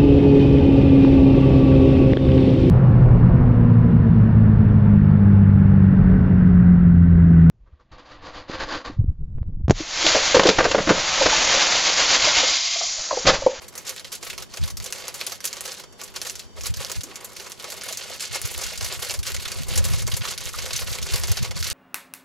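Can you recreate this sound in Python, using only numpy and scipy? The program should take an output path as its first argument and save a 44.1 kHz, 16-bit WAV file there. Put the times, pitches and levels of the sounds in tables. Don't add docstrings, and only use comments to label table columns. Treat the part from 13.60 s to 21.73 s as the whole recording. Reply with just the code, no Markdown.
import sys
import numpy as np
from scipy import signal
from scipy.fft import rfft, irfft
from scipy.io import wavfile
from scipy.ndimage import uniform_filter1d

SR = 44100
rng = np.random.default_rng(int(sys.argv[2]) if len(sys.argv) > 2 else 0)


def output_pcm(signal):
    pcm = np.clip(np.atleast_2d(signal).T, -1, 1) * 32767
    wavfile.write(sys.argv[1], SR, np.round(pcm).astype(np.int16))


N = 358528

# start_s, level_db, pitch_hz, relative_boom_db, direct_share (0-1)
CREASE_SNAPS = [(0.081, -35.5, 6900, -17, 0.1), (0.1537, -33.5, 7100, -32, 0.35),
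                (0.176, -28, 7050, -35, 0), (0.274, -30, 6500, -20, 0.17), (0.2917, -24, 6550, -22, 0.04),
                (0.363, -34.5, 4250, -19, 0.5), (0.3963, -33.5, 5370, -13, 0.5),
                (0.4457, -31.5, 3580, -10, 0.15), (0.519, -31, 5030, -14, 0.26),
                (0.526, -28, 6140, -16, 0.3), (0.55, -30.5, 5800, -20, 0.1),
                (0.6281, -30.5, 4700, -4.5, 0.36), (0.649, -35, 10100, -25, 0.3),
                (0.666, -31, 3740, -5, 0.1), (0.7, -26, 4350, -17, 0.2), (0.731, -34, 2860, -6, 0.4),
                (0.779, -28.5, 3900, -7.5, 0.4), (0.8215, -30.5, 5540, -11, 0.04),
                (0.937, -31.5, 4800, -7.5, 0.03), (0.97, -29, 4700, -7.5, 0.0),
                (1.0372, -29.5, 4470, -12, 0.5), (1.078, -34.5, 5000, -6, 0.5),
                (1.102, -31.5, 5840, -12.5, 0.1), (1.17, -28.5, 6660, -17, 0.2),
                (1.201, -33.5, 4300, -10, 0.64), (1.2246, -36, 6900, -22, 0.3),
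                (1.2422, -29, 7440, -28, 0.4), (1.26, -28, 5200, -12.5, 0.15),
                (1.325, -23, 5430, -32, 0.57), (1.4813, -26, 5150, -7, 0.63), (1.542, -29, 7250, -16, 0.3),
                (1.5531, -35, 7200, -27, 0.2), (1.605, -31, 4500, -16, 0.2), (1.613, -24, 3740, -9.5, 0.7),
                (1.6662, -22, 6100, -21, 0.3), (1.7106, -36, 6300, -16, 0.3), (1.719, -27, 4930, -8, 0),
                (1.8048, -34, 5170, -13, 0.4), (1.842, -24, 5530, -13, 0.2), (1.854, -19, 7600, -36, 0.5),
                (1.873, -26, 6650, -33, 0.06), (1.9295, -26.5, 5700, -16, 0.4),
                (1.9686, -32.5, 5440, -6.5, 0.4), (2.0079, -26.5, 7450, -12, 0.6),
                (2.04, -41, 7000, -22, 0.9), (2.053, -28, 4470, -12, 0.14), (2.1192, -32, 4670, -26, 0.8),
                (2.142, -38.5, 4870, -10, 0.7), (2.236, -39, 4770, -3, 0.1), (2.326, -47.5, 6300, -2, 0.3),
                (2.4153, -32, 6040, -12, 0.75), (2.436, -31, 8700, -34, 0.15),
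                (2.5614, -25.5, 5200, -10.5, 0.2), (2.616, -24.5, 5400, -13.5, 0.4),
                (2.65, -33, 6000, -6.5, 0.4), (2.666, -27.5, 5300, -10, 0.06),
                (2.6978, -25.5, 6300, -33, 0.5), (2.7546, -30.5, 5500, -20, 0.5),
                (2.7942, -30, 4700, -29, 0.4), (3.0094, -31.5, 5830, -24, 0.4),
                (3.036, -31, 5340, -11, 0.4), (3.056, -26.5, 5040, -14, 0), (3.0642, -23, 6760, -14, 0),
                (3.106, -39, 7000, -27, 0.7), (3.14, -29.5, 4670, -16, 0.3), (3.163, -36, 6000, -20, 0.2),
                (3.1707, -32, 5700, -14, 0.4), (3.2482, -27, 5930, -17, 0.8),
                (3.2978, -29.5, 6040, -4, 0.6), (3.3165, -24, 7400, -12, 0.3),
                (3.3617, -38, 5530, -28, 0.4), (3.4082, -31.5, 5000, -20, 0.3),
                (3.4343, -27.5, 6840, -13.5, 0.15), (3.5573, -29.5, 6030, -23, 0.4),
                (3.6462, -29.5, 9000, -26, 0.4), (3.7642, -32, 4760, -14, 0.2),
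                (3.7991, -32, 5430, -8, 0.34), (3.864, -36.5, 4350, -2, 0),
                (3.9193, -31.5, 7140, -23, 0.77), (3.9984, -34, 4200, -27, 0.4),
                (4.0248, -40, 6000, -14, 0.8), (4.043, -31, 5650, -1, 0.5), (4.102, -30, 6000, -20, 0.4),
                (4.121, -28.5, 5850, -10, 0.3), (4.1417, -39, 6540, -18, 0.9), (4.219, -43, 6900, -40, 0.3),
                (4.246, -36, 4500, -24, 0.2), (4.287, -28.5, 4670, -8, 0.3), (4.326, -26, 6400, -15, 0.2),
                (4.373, -25, 6400, -23, 0.64), (4.597, -33, 6000, -22, 0.5),
                (4.6062, -27, 5640, -16.5, 0.3), (4.639, -32.5, 5500, -14, 0.5), (4.745, -24, 6050, -11, 0),
                (4.7564, -26.5, 5530, -6, 0.2), (4.8163, -26, 7160, -20, 0.7),
                (4.854, -26.5, 8400, -13, 0.14), (4.941, -32, 6700, -15, 0.5),
                (4.9726, -37, 5500, -19, 0.2), (4.979, -30, 9500, -28, 0.7), (5.0125, -28, 5570, -10.5, 0),
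                (5.035, -24, 5400, -13, 0.06), (5.065, -29, 5260, -26, 0.3), (5.1575, -38, 6500, -22, 0.7),
                (5.176, -27.5, 5940, -30, 0.25), (5.2104, -28, 4230, -7.5, 0.5),
                (5.245, -23.5, 6100, -13.5, 0.35), (5.3254, -26.5, 5070, -19, 0.7),
                (5.421, -27, 5160, -17, 0.03), (5.497, -24.5, 4030, -36, 0.4),
                (5.508, -23, 5200, -9.5, 0.34), (5.54, -26, 6640, -10, 0.5), (5.591, -32, 6500, -15, 0.3),
                (5.6302, -29, 5600, -33, 0.25), (5.6674, -26, 5950, -16, 0.4),
                (5.6733, -27.5, 5900, -18, 0.5), (5.7193, -31, 6000, -20, 0.6),
                (5.7439, -25, 4900, -11, 0.16), (5.765, -28, 4100, -20, 0.65),
                (5.798, -32.5, 3850, -18, 0.16), (5.8295, -37, 8000, -26, 0.6),
                (5.8535, -26, 2860, -31, 0.17), (5.8784, -28, 5500, -18, 0.15),
                (5.918, -25.5, 5670, -11.5, 0.5), (6.034, -34, 5350, -32, 0.8),
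                (6.1558, -24, 5400, -35, 0.1), (6.1765, -18, 6900, -18, 0.35), (6.182, -30, 6000, -15, 0.1),
                (6.2414, -26, 6450, -22, 0.2), (6.251, -24, 6500, -11, 0.3), (6.333, -29, 5030, -7.5, 0.15),
                (6.392, -32.5, 6900, -15, 0.3), (6.42, -29.5, 6500, -9, 0.2),
                (6.4687, -29.5, 5560, -15, 0.45), (6.477, -26.5, 6500, -4, 0.6),
                (6.516, -24.5, 3740, -13, 0.05), (6.5386, -26, 4270, -15, 0.1),
                (6.567, -23.5, 7640, -11, 0.2), (6.651, -28, 3350, -22, 0.1), (6.684, -28, 4900, -29, 0),
                (6.7776, -25.5, 5150, -28, 0.25), (6.806, -32.5, 6400, -8, 0.4),
                (6.856, -30, 5500, -17, 0.7), (6.8918, -31.5, 5840, -14, 0.6),
                (6.9349, -34.5, 6500, -16, 0.7), (6.9866, -25.5, 4800, -10, 0.13),
                (7.022, -30, 5300, -21, 0.3), (7.0565, -34, 6500, -20, 0.4), (7.0624, -30, 4330, -6.5, 0.7),
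                (7.105, -27.5, 4060, -6, 0.03), (7.1302, -22.5, 5700, -30, 0.03),
                (7.161, -20, 5760, -34, 0.13), (7.2708, -30.5, 4570, -14, 0), (7.326, -27, 4650, -32, 0.1),
                (7.3488, -35, 5700, -8, 0.6), (7.3867, -31.5, 5600, -7, 0.7), (7.4167, -34, 5330, -7, 0.3),
                (7.4257, -25.5, 5200, -20, 0.06), (7.5362, -21.5, 4780, -10, 0.13),
                (7.556, -23, 4870, -32, 0.02), (7.6356, -23.5, 5150, -7.5, 0.3),
                (7.6725, -31, 8000, -25, 0.5), (7.681, -28, 5330, -7, 0.35), (7.7156, -25, 6450, -13, 0.4),
                (7.718, -26, 6340, -11.5, 0.8), (7.7708, -23, 4400, -8.5, 0.25),
                (7.826, -28, 6240, -30, 0.05), (7.8465, -28.5, 4800, -18, 0.08),
                (7.9095, -29.5, 4440, -5, 0.15), (7.964, -31, 4770, -5, 0.1), (8.004, -33, 4970, -14, 0.2),
                (8.0271, -24.5, 4970, -37.5, 0.6), (8.043, -24, 4730, -40, 0.4),
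                (8.068, -26, 4930, -14.5, 0.4), (8.101, -25.5, 7900, -21, 1)]
# start_s, length_s, crackle_db, panel_db
SQUEEZES = [(0, 0.022, -41, -44), (0.105, 0.11, -47, -50.5), (0.236, 0.073, -35, -44),
            (0.348, 0.028, -36, -50), (0.436, 0.036, -43, -62), (0.507, 0.033, -36.5, -52),
            (0.6, 0.14, -41, -52), (0.765, 0.042, -39.5, -48), (0.883, 0.092, -44, -53.5),
            (0.996, 0.083, -39, -51.5), (1.196, 0.24, -42.5, -50), (1.325, 0.17, -39, -47),
            (1.524, 0.15, -41.5, -50), (1.646, 0.1, -38.5, -47.5), (1.813, 0.17, -38.5, -47),
            (2.017, 0.11, -36, -46.5), (2.154, 0.036, -36.5, -47), (2.374, 0.11, -41, -49),
            (2.532, 0.033, -35.5, -49), (2.596, 0.11, -36.5, -48), (2.71, 0.13, -47.5, -61),
            (2.949, 0.026, -38, -44.5), (3.014, 0.056, -33.5, -51), (3.171, 0.073, -36.5, -45.5),
            (3.242, 0.12, -37.5, -52), (3.432, 0.077, -45, -52), (3.518, 0.21, -46.5, -51),
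            (3.737, 0.19, -43, -51.5), (3.96, 0.22, -40, -49), (4.191, 0.15, -33.5, -52),
            (4.361, 0.2, -36.5, -47.5), (4.583, 0.077, -31.5, -47.5), (4.683, 0.035, -34.5, -53),
            (4.705, 0.059, -30, -38.5), (4.811, 0.14, -34.5, -49), (4.958, 0.19, -33.5, -44),
            (5.178, 0.17, -34, -44.5), (5.372, 0.17, -33.5, -45.5), (5.633, 0.061, -30, -42),
            (5.77, 0.26, -37.5, -46.5), (6.055, 0.13, -33.5, -42.5), (6.209, 0.19, -34, -46.5),
            (6.438, 0.14, -38, -52), (6.594, 0.13, -31.5, -42), (6.785, 0.096, -35, -47),
            (6.91, 0.21, -37, -50.5), (7.117, 0.1, -33, -44), (7.236, 0.14, -35, -45.5),
            (7.425, 0.16, -35, -45.5), (7.491, 0.16, -36.5, -45.5), (7.655, 0.14, -36, -52),
            (7.805, 0.052, -35, -42), (7.933, 0.073, -35.5, -47), (8.027, 0.084, -30.5, -43.5)]
# frequency_hz, gain_db
SNAP_EQ = [(500, -26.5), (1500, 4), (2500, 1.5), (4500, -1), (7000, 2), (8500, -4), (10300, 1), (13000, 0),
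           (16000, -8.5)]
CRACKLE_EQ = [(600, -19), (1500, -0.5), (2300, 2.5), (3200, 2.5), (4500, 3), (7000, 1.5), (8500, -5),
              (10300, -3.5), (13000, -6), (16000, -16)]
PANEL_EQ = [(100, -24), (290, -16), (375, 1), (440, 2), (505, 5), (680, 0), (860, -1), (1120, 1.5),
            (1450, -6.5), (2200, -0.5), (5000, -36.5)]
# delay_s, level_db
WALL_SLAPS = [(0.0027, -7.5), (0.0057, -9)]
# pitch_hz, width_hz, gain_db
HOLLOW_MODES = [(1136, 21, -5), (1299, 15, 2.5), (1461, 62, 0.5), (2800, 50, -19), (4450, 540, -11)]
# start_s, level_db, pitch_hz, width_hz,
# t60_s, direct_share (0-1)
KNOCKS = [(1.44, -38, 520, 300, 0.044, 0.2), (1.677, -39, 516, 300, 0.037, 0.2),
          (2.977, -38, 550, 200, 0.055, 0), (3.434, -46, 294, 140, 0.54, 0.1),
          (3.483, -41, 382, 120, 0.059, 0), (3.514, -42, 915, 450, 0.096, 0.2),
          (4.083, -37, 537, 240, 0.067, 0.3), (4.136, -37, 524, 260, 0.054, 0.4),
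          (4.26, -35.5, 573, 260, 0.05, 0.14), (4.277, -38, 530, 240, 0.054, 0.4),
          (4.305, -32.5, 610, 260, 0.054, 0.2), (4.453, -37, 604, 300, 0.038, 0.2),
          (4.504, -32.5, 573, 260, 0.035, 0.5), (4.756, -29, 640, 500, 0.035, 0.3),
          (5.12, -38.5, 600, 160, 0.11, 0.2), (5.462, -34.5, 520, 140, 0.046, 0.3),
          (5.496, -36, 556, 300, 0.06, 0), (5.548, -37, 544, 300, 0.033, 0.3),
          (5.857, -31, 1530, 1200, 0.062, 0.4), (6.201, -33, 580, 161, 0.024, 0),
          (6.652, -27, 1170, 400, 0.053, 0.3), (6.941, -29, 1230, 420, 0.049, 0.5),
          (6.975, -41, 517, 240, 0.07, 0), (7.043, -35, 500, 160, 0.048, 0.4),
          (7.208, -41, 490, 280, 0.13, 0.02), (7.221, -33, 1200, 900, 0.055, 0.2),
          (7.488, -39, 405, 200, 0.089, 0.2), (7.546, -35, 560, 262, 0.061, 0.13)]
# frequency_hz, side_gain_db
SIDE_EQ = [(500, 3.5), (900, 3.5), (1400, -11), (2400, 2), (5500, -2), (7200, -0.5), (8600, 6.5),
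           (13000, 2.5)]
# crest_s, level_db, pitch_hz, half_length_s
THUDS = [(1.025, -45, 115, 0.013), (3.39, -56, 71.5, 0.022), (5.59, -46, 106, 0.016),
         (6.06, -43, 57.6, 0.02), (6.1, -51, 124, 0.036), (6.179, -47, 80.4, 0.02),
         (6.355, -46, 84.4, 0.027), (6.43, -55, 95, 0.026), (6.54, -52, 144, 0.018),
         (7.438, -49.5, 78, 0.028), (7.695, -40.5, 86, 0.019), (7.82, -48, 130, 0.014),
         (8.034, -48, 73, 0.017)]
# crest_s, level_db, pitch_hz, half_length_s
EDDIES = [(1.03, -18, 90, 0.023), (1.142, -28, 60, 0.014), (1.206, -32, 80, 0.029),
          (3.04, -31.9, 59, 0.045), (3.113, -21, 96, 0.017), (3.192, -29, 86, 0.026),
          (3.26, -39, 62, 0.009), (3.382, -23.5, 78, 0.017), (4.727, -34, 87, 0.024),
          (4.85, -25, 76, 0.018), (4.974, -33, 55, 0.045), (5.063, -31, 55, 0.016),
          (5.192, -29.1, 68, 0.012), (5.242, -29, 86, 0.039), (5.391, -34, 86, 0.018),
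          (5.498, -37, 76, 0.014), (5.596, -25, 66, 0.038), (5.769, -28, 82, 0.059),
          (5.872, -33, 70, 0.012), (6.007, -24, 92, 0.016), (6.173, -22, 86, 0.032),
          (6.334, -19.5, 91, 0.039), (6.459, -21, 84, 0.017), (6.541, -18, 87, 0.01),
          (6.61, -23, 98, 0.015), (7.163, -29.0, 82, 0.017), (7.275, -30, 82, 0.017),
          (7.316, -25, 88, 0.012), (7.425, -26, 68, 0.022), (7.545, -18, 77, 0.017),
          (7.598, -26, 76, 0.038), (7.713, -15.7, 87, 0.021), (7.819, -18, 95, 0.016),
          (7.9, -26, 88, 0.019), (7.967, -27, 101, 0.019), (8.039, -26, 82, 0.046)]
# time_s, level_db
BREEZE_CURVE = [(0, -50), (0.4, -52), (0.8, -41), (0.95, -50.2), (1.15, -35), (1.3, -46), (2.2, -52),
                (2.8, -45.7), (3.25, -43), (3.55, -51.1), (4.55, -48.5), (4.95, -40), (5.9, -38),
                (6.2, -21), (6.55, -34), (6.85, -38), (7.25, -31), (8.13, -36)]
# frequency_hz, gain_db
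WIND_EQ = [(15, -9), (40, -2), (65, 0), (88, 0), (120, -5), (200, -14), (300, -28), (500, -42), (1500, -65)]
HUSH_EQ = [(20, -12), (60, -8.5), (100, -0.5), (150, 0.5), (220, 2), (300, -2.5), (380, 3), (540, -2),
           (700, -3.5), (1100, -7.5), (2300, -15), (4200, -32), (7600, -16.5), (8700, -29), (10000, -25),
           (12500, -30), (15500, -41)]
# pitch_hz, width_hz, level_db
WHIRR_BANDS = [(1020, 110, -66), (3060, 130, -63.5), (3600, 200, -65), (4590, 55, -62), (5600, 170, -62.5),
               (6700, 130, -68)]

FLIP = np.array([[1], [-1]])


def snaps(crack_db=-0.29, crack_width=0.71, ring_db=-4.5, ring_q=7, ring_spread=0.401, panning_db=0.5):
    out, film_tone, panel_tone = np.zeros((2, N)), response(SNAP_EQ), response(PANEL_EQ)
    for start_s, level_db, hz, boom_db, direct in CREASE_SNAPS:
        pulse = buckle(direct, t60=0.06)
        facet_pitches = hz * np.exp(ring_spread * rng.standard_normal(4))
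        facets = energy_one(sum(resonate(pulse, f, f / ring_q) for f in facet_pitches))
        crease = energy_one(resonate(pulse, hz, hz * crack_width))
        crack = through(crease + from_db(ring_db) * facets, film_tone)
        boom = through(scatter(direct * 0.25, t60=0.06, alike=0.83, rise_s=0.0016), panel_tone)
        snap = from_db(crack_db) * energy_one(crack) + from_db(boom_db) * energy_one(boom)
        gain = from_db(level_db + FLIP * panning_db * rng.standard_normal())
        add(out, start_s, snap * np.sqrt(0.0051 * SR) * gain)
    return out


def buckle(direct, t60, stutter_s=0.00054, smear_s=0.0011, alike=0.75, size=5000):
    t = np.arange(size) / SR
    stutter = energy_one(rng.standard_normal(size) * np.exp(-t / stutter_s))
    returned = scatter(0, t60, alike, size=size)
    for delay_s, level_db in WALL_SLAPS:
        slap = (t >= delay_s) * np.exp(-abs(t - delay_s) / smear_s)
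        returned += from_db(level_db) * energy_one(stereo_noise(alike, size) * slap)
    return np.sqrt(direct) * stutter + np.sqrt(1 - direct) * energy_one(returned)


def rustle(crackle_db=-0.62, panel_db=-0.76, crease_width=0.75, patchy_db=3.5, lumpy_db=3.0, patches=30):
    crackle_gain, flex_gain = squeezes()
    panel_gain = flex_gain * from_db(lumpy_db * drift(17.6))
    clicks = tiny_creases(per_s=1000, spread_db=4.0, clump_db=2.0, even_s=0.019)
    strain = np.cumsum([from_db(patchy_db * drift(14)) ** 2 for _ in range(patches)], axis=0)
    patch = np.sum(strain < rng.random(N) * strain[-1], axis=0)
    crackle, flex = np.zeros((2, 2, N))
    for k, hz in enumerate(np.geomspace(1500, 13000, patches)):
        patch_clicks = (clicks * (patch == k))[None]
        pulse = buckle(0.37, t60=0.041, alike=0.7)
        voice = energy_one(resonate(pulse, hz, hz * crease_width)) * np.sqrt(hz / 5500)
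        crackle += through(patch_clicks * crackle_gain, voice)
        flex += through(patch_clicks * panel_gain, scatter(0.081, t60=0.027, alike=0.84))
    crackle = through(crackle, response(CRACKLE_EQ)) * from_db(crackle_db)
    return crackle + through(flex, energy_one(response(PANEL_EQ))) * from_db(panel_db)


def squeezes(attack_s=0.033, release_t60=0.17, waver_db=1.42, waver_rate=14):
    power = np.zeros((2, N))
    for start_s, length_s, crackle_db, panel_db in SQUEEZES:
        t = np.arange(int((length_s + release_t60) * SR)) / SR
        envelope = np.minimum(t / attack_s, 1) * from_db(-60 * np.maximum(t - length_s, 0) / release_t60)
        add(power, start_s, (from_db([[crackle_db], [panel_db]]) * envelope) ** 2)
    return np.sqrt(power) * from_db(waver_db * drift(waver_rate))


def tiny_creases(per_s, spread_db, clump_db, even_s):
    born = rng.random(N) < per_s / SR
    sizes = from_db(spread_db * np.minimum(rng.exponential(1, N), 4) + clump_db * drift(66))
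    clicks = born * sizes * rng.choice([-1, 1], N)
    span = int(even_s * SR)
    power = uniform_filter1d(uniform_filter1d(clicks ** 2, span), span)
    return clicks / np.sqrt(np.maximum(power, 1e-2))


def knocks(size=12000):
    out = np.zeros((2, N))
    for start_s, level_db, hz, width_hz, t60, direct in KNOCKS:
        contact = scatter(direct, t60, alike=0.84, size=size)
        ring = energy_one(resonate(resonate(contact, hz, width_hz), hz, width_hz))
        add(out, start_s, from_db(level_db) * ring * np.sqrt(t60 * SR / np.log(10 ** 6)))
    return out


def scatter(direct, t60, alike, rise_s=0.0019, late_db=-21, late_t60=0.16, size=5000):
    t = np.arange(size) / SR
    decay = from_db(-60 * t / t60) + from_db(late_db - 60 * t / late_t60)
    envelope = (1 - np.exp(-t / rise_s)) * decay
    pulse = np.sqrt(1 - direct) * energy_one(stereo_noise(alike, size) * envelope)
    pulse[:, 0] += np.sqrt(direct)
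    return pulse


def wall_echo(x, delay_s=0.00667, gain=0.3, dull_hz=4000):
    late = np.pad(x, ((0, 0), (round(delay_s * SR), 0)))[:, :N]
    return x - gain * lowpass(late, dull_hz)


def cockpit_ring(x, over_pan_s=3.9, lowering_s=0.3, pan_hz=2170, pan_width_hz=55, pan_db=-8):
    over_pan = np.clip((np.arange(N) / SR - over_pan_s) / lowering_s + 1, 0, 1)
    pan = from_db(pan_db) * resonate(x * over_pan, pan_hz, pan_width_hz)
    return x + pan + sum(from_db(db) * resonate(x, hz, width_hz) for hz, width_hz, db in HOLLOW_MODES)


def widen(x):
    side = (x[:1] - x[1:]) / 2
    return x.mean(0) + FLIP * through(side, response(SIDE_EQ))


def lean(x, body_db=-1.18, top_db=1.0, split_hz=8000):
    body = lowpass(x, split_hz)
    return body * from_db(FLIP * body_db) + (x - body) * from_db(FLIP * top_db)


def thuds():
    out = np.zeros((2, N))
    for crest_s, level_db, hz, half_s in THUDS:
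        thud = churn(hz, half_s, relative_width=0.6, top_hz=240)
        add(out, crest_s - len(thud) / 2 / SR, from_db(level_db) * thud[None])
    return out


def wind(lumpy_db=2.5, eddy_trim_db=1.0):
    breeze_db = np.interp(np.arange(N) / SR, *np.transpose(BREEZE_CURVE))
    rumble = FLIP * through(rng.standard_normal((1, N)), response(WIND_EQ, size=8192))
    out = from_db(breeze_db) * rms_one(rumble * from_db(lumpy_db * drift(16)))
    for crest_s, level_db, hz, half_s in EDDIES:
        eddy = churn(hz, half_s, relative_width=0.63, top_hz=185)
        add(out, crest_s - len(eddy) / 2 / SR, from_db(level_db + eddy_trim_db) * FLIP * eddy)
    return out


def churn(hz, half_s, relative_width, top_hz, size=12000):
    swell = np.exp(-((np.arange(size) - size / 2) / SR / half_s) ** 2)
    width_hz = hz * relative_width
    band = resonate(resonate(rng.standard_normal(size), hz, width_hz), hz, width_hz)
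    return energy_one(lowpass(band, top_hz, order=2) * swell) * np.linalg.norm(swell)


def hush(level_db=-52):
    air = from_db(level_db) * rms_one(through(stereo_noise(0.36, N), response(HUSH_EQ, size=4096)))
    whirr = sum(from_db(db) * rms_one(resonate(stereo_noise(0.047, N), hz, width_hz))
                for hz, width_hz, db in WHIRR_BANDS)
    return air + whirr


def from_db(db):
    return 10 ** (np.asarray(db) / 20)


def rms_one(x):
    return x / np.sqrt(np.mean(x ** 2) + 1e-20)


def energy_one(x):
    return rms_one(x) / np.sqrt(x.shape[-1])


def add(out, start_s, sound):
    i = int(np.clip(round(start_s * SR), 0, N - 1))
    out[:, i:i + sound.shape[1]] += sound[:, :N - i]


def drift(rate_hz, hop=40, settle=2000):
    pole = np.exp(-2 * np.pi * rate_hz * hop / SR)
    noise = rng.standard_normal(N // hop + settle + 2)
    slow = signal.lfilter([1], [1, -2 * pole, pole * pole], noise)[settle:]
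    return np.interp(np.arange(N) / hop, np.arange(len(slow)), rms_one(slow))


def stereo_noise(alike, size):
    mid, side = rng.standard_normal((2, size))
    return np.sqrt((1 + alike) / 2) * mid + np.sqrt((1 - alike) / 2) * side * FLIP


def response(eq, size=2048):
    hz, db = np.transpose(eq)
    bin_hz = np.arange(size // 2 + 1) * SR / size
    gain = from_db(np.interp(np.log(bin_hz + 1), np.log(hz), db))
    causal_fold = np.r_[1, np.full(size // 2 - 1, 2), 1, np.zeros(size // 2 - 1)]
    cepstrum = irfft(np.log(gain)) * causal_fold
    return irfft(np.exp(rfft(cepstrum)))[None, :size // 2]


def through(x, impulse):
    return signal.fftconvolve(x, impulse, axes=1)[:, :x.shape[1]]


def resonate(x, hz, width_hz):
    w = 2 * np.pi * min(hz, SR / 3) / SR
    damp = np.sin(w) * width_hz / (2 * hz)
    return signal.lfilter([damp, 0, -damp], [1 + damp, -2 * np.cos(w), 1 - damp], x + 1e-18)


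def lowpass(x, hz, order=1):
    return signal.sosfilt(signal.butter(order, hz, fs=SR, output="sos"), x)


def scene():
    packet = widen(cockpit_ring(wall_echo(snaps() + rustle())))
    return lean(packet + knocks()) + thuds() + wind() + hush()


def record(dry):
    return signal.sosfilt(signal.ellip(10, 0.2, 80, 15750, fs=SR, output="sos"), dry)


dry = scene()
out = record(dry)
output_pcm(out)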